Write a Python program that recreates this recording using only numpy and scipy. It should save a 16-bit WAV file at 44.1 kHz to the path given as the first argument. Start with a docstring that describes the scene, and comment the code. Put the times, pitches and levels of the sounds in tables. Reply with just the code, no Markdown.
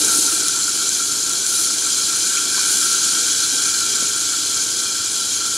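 """Meat fries in hot grease under a skillet lid, close by, over a soft kitchen rumble and hum (filtered noise).
It opens on a surge of low simmer (bursts ringing the pan), early plops (gliding sines) and a flare of fine fizz.
The sizzle (thousands of tiny damped sines a second, impulses and noise) sags while sharp noise spits cluster.
Near three seconds it fries hard again and the air under the lid, rung by random bursts, boils up loudest.
Low plops follow at four seconds, then the frying eases, with one more flare and a last spit near the end."""
import sys
import numpy as np
from scipy import signal
from scipy.fft import rfft, irfft, next_fast_len
from scipy.io import wavfile
from scipy.ndimage import uniform_filter1d, map_coordinates

SR = 44100
rng = np.random.default_rng(int(sys.argv[2]) if len(sys.argv) > 2 else 0)


def unload_audio(sound):
    """Save the sound as a 16-bit wav file, at the path given as the first command line argument."""
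    columns = np.transpose(np.atleast_2d(sound))
    # keep every value between -1 and 1, then stretch to whole-number steps
    steps = np.round(np.clip(columns, -1, 1) * 32767)
    wavfile.write(sys.argv[1], SR, steps.astype(np.int16))


N = 245637  # length in samples

# kitchen rumble, relative spectrum: freq_hz, density_db_per_hz
ROOM_SPECTRUM = [(15, -24), (35, -10), (80, -8), (120, -1.5), (180, -2), (400, 0), (650, -11.5),
                 (1200, -3.5), (3000, -30.5)]
# kitchen hum: freq_hz, width_hz, relative_level_db
HUM_MODES = [(60, 5.4, -18), (96.8, 14, -8.5)]
# low resonances of the covered pan: freq_hz, width_hz, relative_level_db
PAN_MODES = [(201.5, 37, -9), (301.6, 26.5, 1), (379, 47, -7), (408.9, 6, 2), (476.5, 25, -7),
             (700, 88, -15), (889, 42, -13)]
# single fat bubbles: start_s, starting_pitch_hz, level_db, t60_s
FAT_BUBBLES = [(.02, 300, -28, 0.2), (0.186, 300, -20.5, 0.12), (.25, 890, -33, 0.14),
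               (.565, 904, -33.5, 0.13), (1.094, 289.4, -30.5, 0.25), (2.368, 2400, -20.5, 0.082),
               (2.577, 970, -23.5, 0.049), (2.58, 1110, -26.5, 0.045), (4.023, 250, -22, 0.043),
               (4.023, 450, -25, .035), (4.024, 620, -31.5, 0.041)]
# modes of the lid's shell: freq_hz, width_hz, relative_level_db
SHELL_MODES = [(2963, 95, -6.5), (3117, 56, -1.5), (3225, 25, 4.5), (3348, 19, 1.5), (3419, 23, 2.5),
               (4020, 130, -10), (4480, 53, -2.5), (4917, 67, 2), (5290, 49, 0.5), (7300, 40, 3)]
# how hard the juices boil, heard as the ring under the lid, before trim: time_s, level_db
BOIL_CURVE = [(0, -34.5), (.7, -37.5), (1.25, -40), (2, -36.5), (2.35, -34), (3.3, -33), (4.1, -37),
              (5.57, -39)]
# main resonance of the air under the lid: freq_hz, width_hz, relative_level_db
CAVITY_MODE = [(1368.3, 21.3, 0)]
# higher resonances of the air under the lid: freq_hz, width_hz, relative_level_db
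LID_AIR_MODES = [(1436, 32, -3.5), (1558, 54, -1), (2268, 8.1, -4), (2316, 22, -8), (2415, 28, -4.5)]
# gushes of steam that swell the main resonance, before trim: start_s, length_s, level_db
STEAM_GUSHES = [(0.083, 0.079, -30.5), (0.279, 0.046, -31), (0.44, 0.054, -33), (0.545, 0.057, -33.5),
                (0.681, 0.031, -32), (0.792, 0.032, -33.5), (0.997, 0.027, -32), (1.521, 0.026, -33.5),
                (1.578, 0.02, -32.5), (1.666, 0.044, -34), (2.322, 0.089, -31), (2.648, 0.038, -33.5),
                (2.82, 0.045, -30.5), (2.902, 0.045, -30.5), (3.023, 0.12, -35), (3.153, 0.035, -31.5),
                (3.425, 0.022, -32), (3.586, 0.054, -34), (3.749, 0.029, -33.5), (3.815, 0.048, -32),
                (3.937, 0.11, -35), (4.311, 0.024, -31), (4.99, 0.035, -34), (5.408, 0.069, -34)]
# bright resonance at the rim: freq_hz, width_hz, relative_level_db
RIM_MODE = [(4204, 90, 0)]
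# how hard the grease fries, before flares and trim: time_s, level_db
FRY_CURVE = [(0, -17), (.38, -18.5), (.6, -20), (.85, -19), (1.25, -20.5), (1.95, -18), (2.4, -19.5),
             (2.95, -17), (3.8, -18.5), (4.6, -20), (5.1, -21.6), (5.57, -21)]
# bursts as they leave by the rim of the lid, relative spectrum: freq_hz, density_db_per_hz
SIZZLE_SPECTRUM = [(500, -29.5), (2000, -22), (2700, -17), (3650, -11), (4050, -4), (4600, -7),
                   (5500, -5.5), (6100, -2), (7200, -0.5), (8400, -8), (9400, -4), (10800, -11),
                   (12200, -19), (15500, -33)]
# sharpest spits of grease: start_s, level_db (above the sizzle source at rms 1)
SPIT_HITS = [(.483, 16), (0.892, 11), (0.95, 7), (.972, 5), (1.122, 1), (1.295, 10), (1.334, 10),
             (1.465, 12), (1.72, 5), (2.353, 7), (4.703, 7), (5.464, 10)]
# juice runs into the grease and the finest fizz flares up: peak_s, length_s, fine_fizz_boost_db
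JUICE_FLARES = [(.17, 0.64, 3.8), (1.565, 0.34, 4.4), (2.766, 0.49, 3), (5.202, 0.38, 2.2)]
# gain of the stereo side part: freq_hz, gain_db
SIDE_GAIN = [(60, -45), (170, -15), (330, -16), (650, -4), (1000, -4.5), (1400, -17.5), (3000, -13.5),
             (4200, -36), (5500, -16), (9000, -15), (11000, -100)]

GUSH_ATTACK_S, GUSH_RELEASE_S = 0.0088, .025  # time constants before and after each gush
FINE_DB, DRYING_DB_PER_S = 0, 0.41  # finest fizz at the start, and how it thins as the meat dries
FLARE_SHARE = 0.26  # part of a flare's boost, in dB, that the whole sizzle gains too
LEAN_DB = .7  # first channel over the second
TOP_HZ = 15750  # nothing sounds from here up


def amp(db):
    """Decibels to gain."""
    return 10 ** (np.asarray(db) / 20)


def unit(x):
    """Scale to rms 1."""
    return x / np.sqrt(np.mean(x ** 2) + 1e-20)


def evened(x, size):
    """Hold x near rms 1 over every 2 * size samples."""
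    power = uniform_filter1d(uniform_filter1d(x * x, size), size)
    return x / np.sqrt(np.abs(power) + 1e-20)


def along(points, hz):
    """Read (freq_hz, value) points on a log frequency axis."""
    freq_hz, value = np.transpose(points)
    return np.interp(np.log(hz + 1), np.log(freq_hz + 1), value)


def seconds():
    """Time of every sample in seconds."""
    return np.arange(N) / SR


def level_curve(rows):
    """Draw (time_s, level_db) points as one level per sample."""
    time_s, level_db = np.transpose(rows)
    return np.interp(seconds(), time_s, level_db)


def wobble(rate):
    """A smooth random curve with rate knots a second."""
    knots = rng.standard_normal(int(N * rate / SR) + 4)
    return map_coordinates(knots, [np.arange(N) * rate / SR])


def hump(centre, length):
    """A smooth rise from 0 to 1 and back."""
    return np.cos(np.pi * np.clip((seconds() - centre) / length, -.5, .5)) ** 2


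def filtered(x, response):
    """Multiply the spectrum of x by a response of frequency."""
    padded = next_fast_len(N + SR // 2)
    spectrum = rfft(x, padded) * response(np.fft.rfftfreq(padded, 1 / SR))
    return irfft(spectrum, padded)[..., :N]


def above(x, edge_hz, order):
    """High-pass without phase shift."""
    return filtered(x, lambda hz: 1 / (1 + (edge_hz / (hz + 1)) ** order))


def coloured(x, spectrum, size=2048):
    """Give x the spectrum through a causal minimum-phase filter, so that clicks keep their sharp front."""
    cepstrum = irfft(np.log(amp(along(spectrum, np.fft.rfftfreq(size, 1 / SR)))))
    # folding the cepstrum forward makes the filter minimum-phase
    cepstrum[1:size // 2] *= 2
    cepstrum[size // 2 + 1:] = 0
    impulse = irfft(np.exp(rfft(cepstrum)))
    return signal.fftconvolve(x, impulse)[:N]


def resonate(x, modes):
    """Ring x through (freq_hz, width_hz, level_db) resonances of alternating sign."""
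    def response(hz):
        total = 0
        for k, (centre, width, db) in enumerate(modes):
            damping = 1j * hz * width
            total = total + (-1) ** k * amp(db) * damping / (centre * centre - hz * hz + damping)
        return total
    return filtered(x, response)


def random_sizes_db(spread_db, shape):
    """Bell-shaped spread of sizes in dB, cut at 2.5 deviations."""
    return spread_db * np.clip(rng.standard_normal(shape), -2.5, 2.5)


def bursts(rate, spread_db):
    """Impulses at random moments, rate a second, of log-normal size and either sign."""
    when, sign = rng.random((int(rate * N / SR), 2)).T
    sizes = amp(random_sizes_db(spread_db, len(when))) * np.sign(sign - .5)
    return unit(np.bincount((when * N).astype(int), sizes, N))


def bubbles(rate, spread_db, cycles, low_hz, high_hz, size=160):
    """Tiny bubbles, each a damped sine of its own pitch whose decay constant is a number of cycles."""
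    when, pitch = rng.random((int(rate * N / SR), 2)).T[:, :, None]
    size_db = random_sizes_db(spread_db, when.shape)
    hz = low_hz + (high_hz - low_hz) * pitch
    turns = hz * np.arange(size) / SR
    grains = amp(size_db) * np.sqrt(hz) * np.sin(2 * np.pi * turns) * np.exp(-turns / cycles)
    at = (when * N).astype(int) + np.arange(size)
    return unit(np.bincount(at.ravel(), grains.ravel())[:N])


def boil():
    """Decibels by which the boiling lies above its average."""
    level_db = level_curve(BOIL_CURVE)
    return level_db - level_db.mean()


def kitchen():
    """Soft room rumble with a wavering low hum, both filtered noise."""
    rumble = unit(coloured(rng.standard_normal(N), ROOM_SPECTRUM, size=8192))
    hum = evened(resonate(rng.standard_normal(N), HUM_MODES), size=8000)
    return amp(-43.5) * rumble + amp(-54.5) * hum


def simmer(level_db=-41.0, follows=0.4, surge_db=8.0, surge_s=0.57, drying_db_per_s=0.27):
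    """Juices bubble under the meat and sound the low pan resonances; an opening surge settles to the boil."""
    t = seconds()
    settling = np.maximum(1 - t / surge_s, 0)
    swell_db = follows * boil() + surge_db * settling - drying_db_per_s * t
    strength = amp(level_db + swell_db + 1.1 * wobble(8.8))
    return strength * evened(resonate(bursts(rate=700, spread_db=2.5), PAN_MODES), size=4000)


def plops(rise=.12, attack_s=0.0013, rough=0.46, rough_at_hz=900):
    """Fat bubbles ring briefly, pitch rising and wavering as they surface; small ones waver most."""
    out = np.zeros(N)
    for start_s, hz, db, t60 in FAT_BUBBLES:
        t = np.maximum(seconds() - start_s, 0)
        glide = 2 * np.pi * hz * t * (1 + rise * t / t60)
        waver = rough * hz / rough_at_hz * wobble(400)
        envelope = amp(db - 60 * t / t60) * (1 - np.exp(-t / attack_s))
        out += envelope * np.sin(glide + waver)
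    return out


def shell(start_db=-33.5, follows=0.56, wetting_db_per_s=0.74):
    """Droplets pepper the lid's underside and faintly ring its modes, more as it boils and gets wet."""
    level_db = start_db + follows * boil() + wetting_db_per_s * seconds()
    return amp(level_db) * unit(resonate(bursts(rate=600, spread_db=3.5), SHELL_MODES))


def gushes():
    """Strength of the steam gushes: each rises, holds and dies away; the strongest wins."""
    t = seconds()
    strengths = []
    for start_s, length_s, db in STEAM_GUSHES:
        before = np.maximum(start_s - t, 0) / GUSH_ATTACK_S
        after = np.maximum(t - start_s - length_s, 0) / GUSH_RELEASE_S
        strengths.append(amp(db) * np.exp(-(before + after)))
    return np.max(strengths, axis=0)


def lid_drive(spatter):
    """Shared spatter plus a fresh layer of dense small bursts strikes the air under the lid."""
    return amp(-4.0) * spatter + bursts(rate=2500, spread_db=2.5)


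def lid(spatter, gush_db=1.5, rest_db=-38, follows=0.23, waver_db=3.0, ring_db=-0.6, dulling=0.28):
    """Bursts keep the air under the lid ringing; it swells with gushes and wavers between them."""
    between = amp(rest_db + follows * boil() + waver_db * wobble(16))
    strength = np.maximum(between, amp(gush_db) * gushes())
    cavity = strength * evened(resonate(lid_drive(spatter), CAVITY_MODE), size=2000)
    ring_level = amp(level_curve(BOIL_CURVE) + ring_db + 1.3 * wobble(9))
    ring = ring_level * unit(resonate(lid_drive(spatter), LID_AIR_MODES))
    # a harder boil makes bigger bubbles, which favour the lower resonances
    ring = ring + above(ring, 1900, order=16) * (amp(-dulling * boil()) - 1)
    # the lid radiates little below its first resonance
    return above(cavity + ring, 1030, order=10)


def flecks(level_db=-33.5, soft_hz=11000):
    """Sparse bursts sound one bright, short-lived resonance at the rim."""
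    ticks = above(resonate(bursts(rate=220, spread_db=5.5), RIM_MODE), 4730, order=12)
    return amp(level_db) * unit(ticks - above(ticks, soft_hz, order=8))


def sharp_spits(t60=0.0086):
    """Drops of water burst out of the grease in short, decaying cracks of noise."""
    out, t = np.zeros(N), np.arange(SR // 50) / SR
    for start_s, db in SPIT_HITS:
        crack = amp(db - 60 * t / t60) * np.sign(rng.standard_normal(len(t)))
        out[round(start_s * SR):][:len(t)] += crack
    return out


def sizzle(spatter, gain_db=-0.25):
    """Dense fizz, longer-ringing bubbles, spatter and steam come in flurries, cut by sharp spits."""
    flare_db = sum(db * hump(peak_s, length_s) for peak_s, length_s, db in JUICE_FLARES)
    fine_db = FINE_DB - DRYING_DB_PER_S * seconds() + flare_db
    fizz = bubbles(rate=5000, spread_db=2.5, cycles=4, low_hz=2024, high_hz=15100)
    tinkle = bubbles(rate=350, spread_db=3.0, cycles=89, low_hz=3000, high_hz=12004, size=1100)
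    steam = rng.standard_normal(N)
    flurries = amp(0.37 * wobble(18) + 0.35 * wobble(70))
    bed = fizz + amp(-6.0) * tinkle + amp(-6) * spatter + amp(2.5) * steam
    source = unit(flurries * bed) + sharp_spits()
    sound = unit(coloured(source, SIZZLE_SPECTRUM))
    # only the finest fizz, at the top of the spectrum, follows fine_db
    sound = sound + above(sound, 8400, order=16) * (amp(fine_db) - 1)
    return amp(level_curve(FRY_CURVE) + FLARE_SHARE * flare_db + gain_db) * sound


def frying():
    """One patch of the pan: its sizzle, the ringing under and in the lid, and its simmering juices."""
    spatter = bursts(rate=450, spread_db=4.5)
    return sizzle(spatter) + flecks() + shell() + lid(spatter) + simmer()


def scene():
    """Bubbles burst all over the pan, so the two channels differ by a weaker, unrelated part."""
    mid = frying() + plops() + kitchen()
    side = filtered(frying() + kitchen(), lambda hz: amp(along(SIDE_GAIN, hz)))
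    return np.array([mid + side, mid - side]) * amp([[LEAN_DB / 2], [-LEAN_DB / 2]])


def record(dry):
    """The deepest bass is shed and the treble stops dead at the band limit."""
    return filtered(above(dry, 8.9, order=2), lambda hz: hz < TOP_HZ)


dry = scene()
out = record(dry)
unload_audio(out)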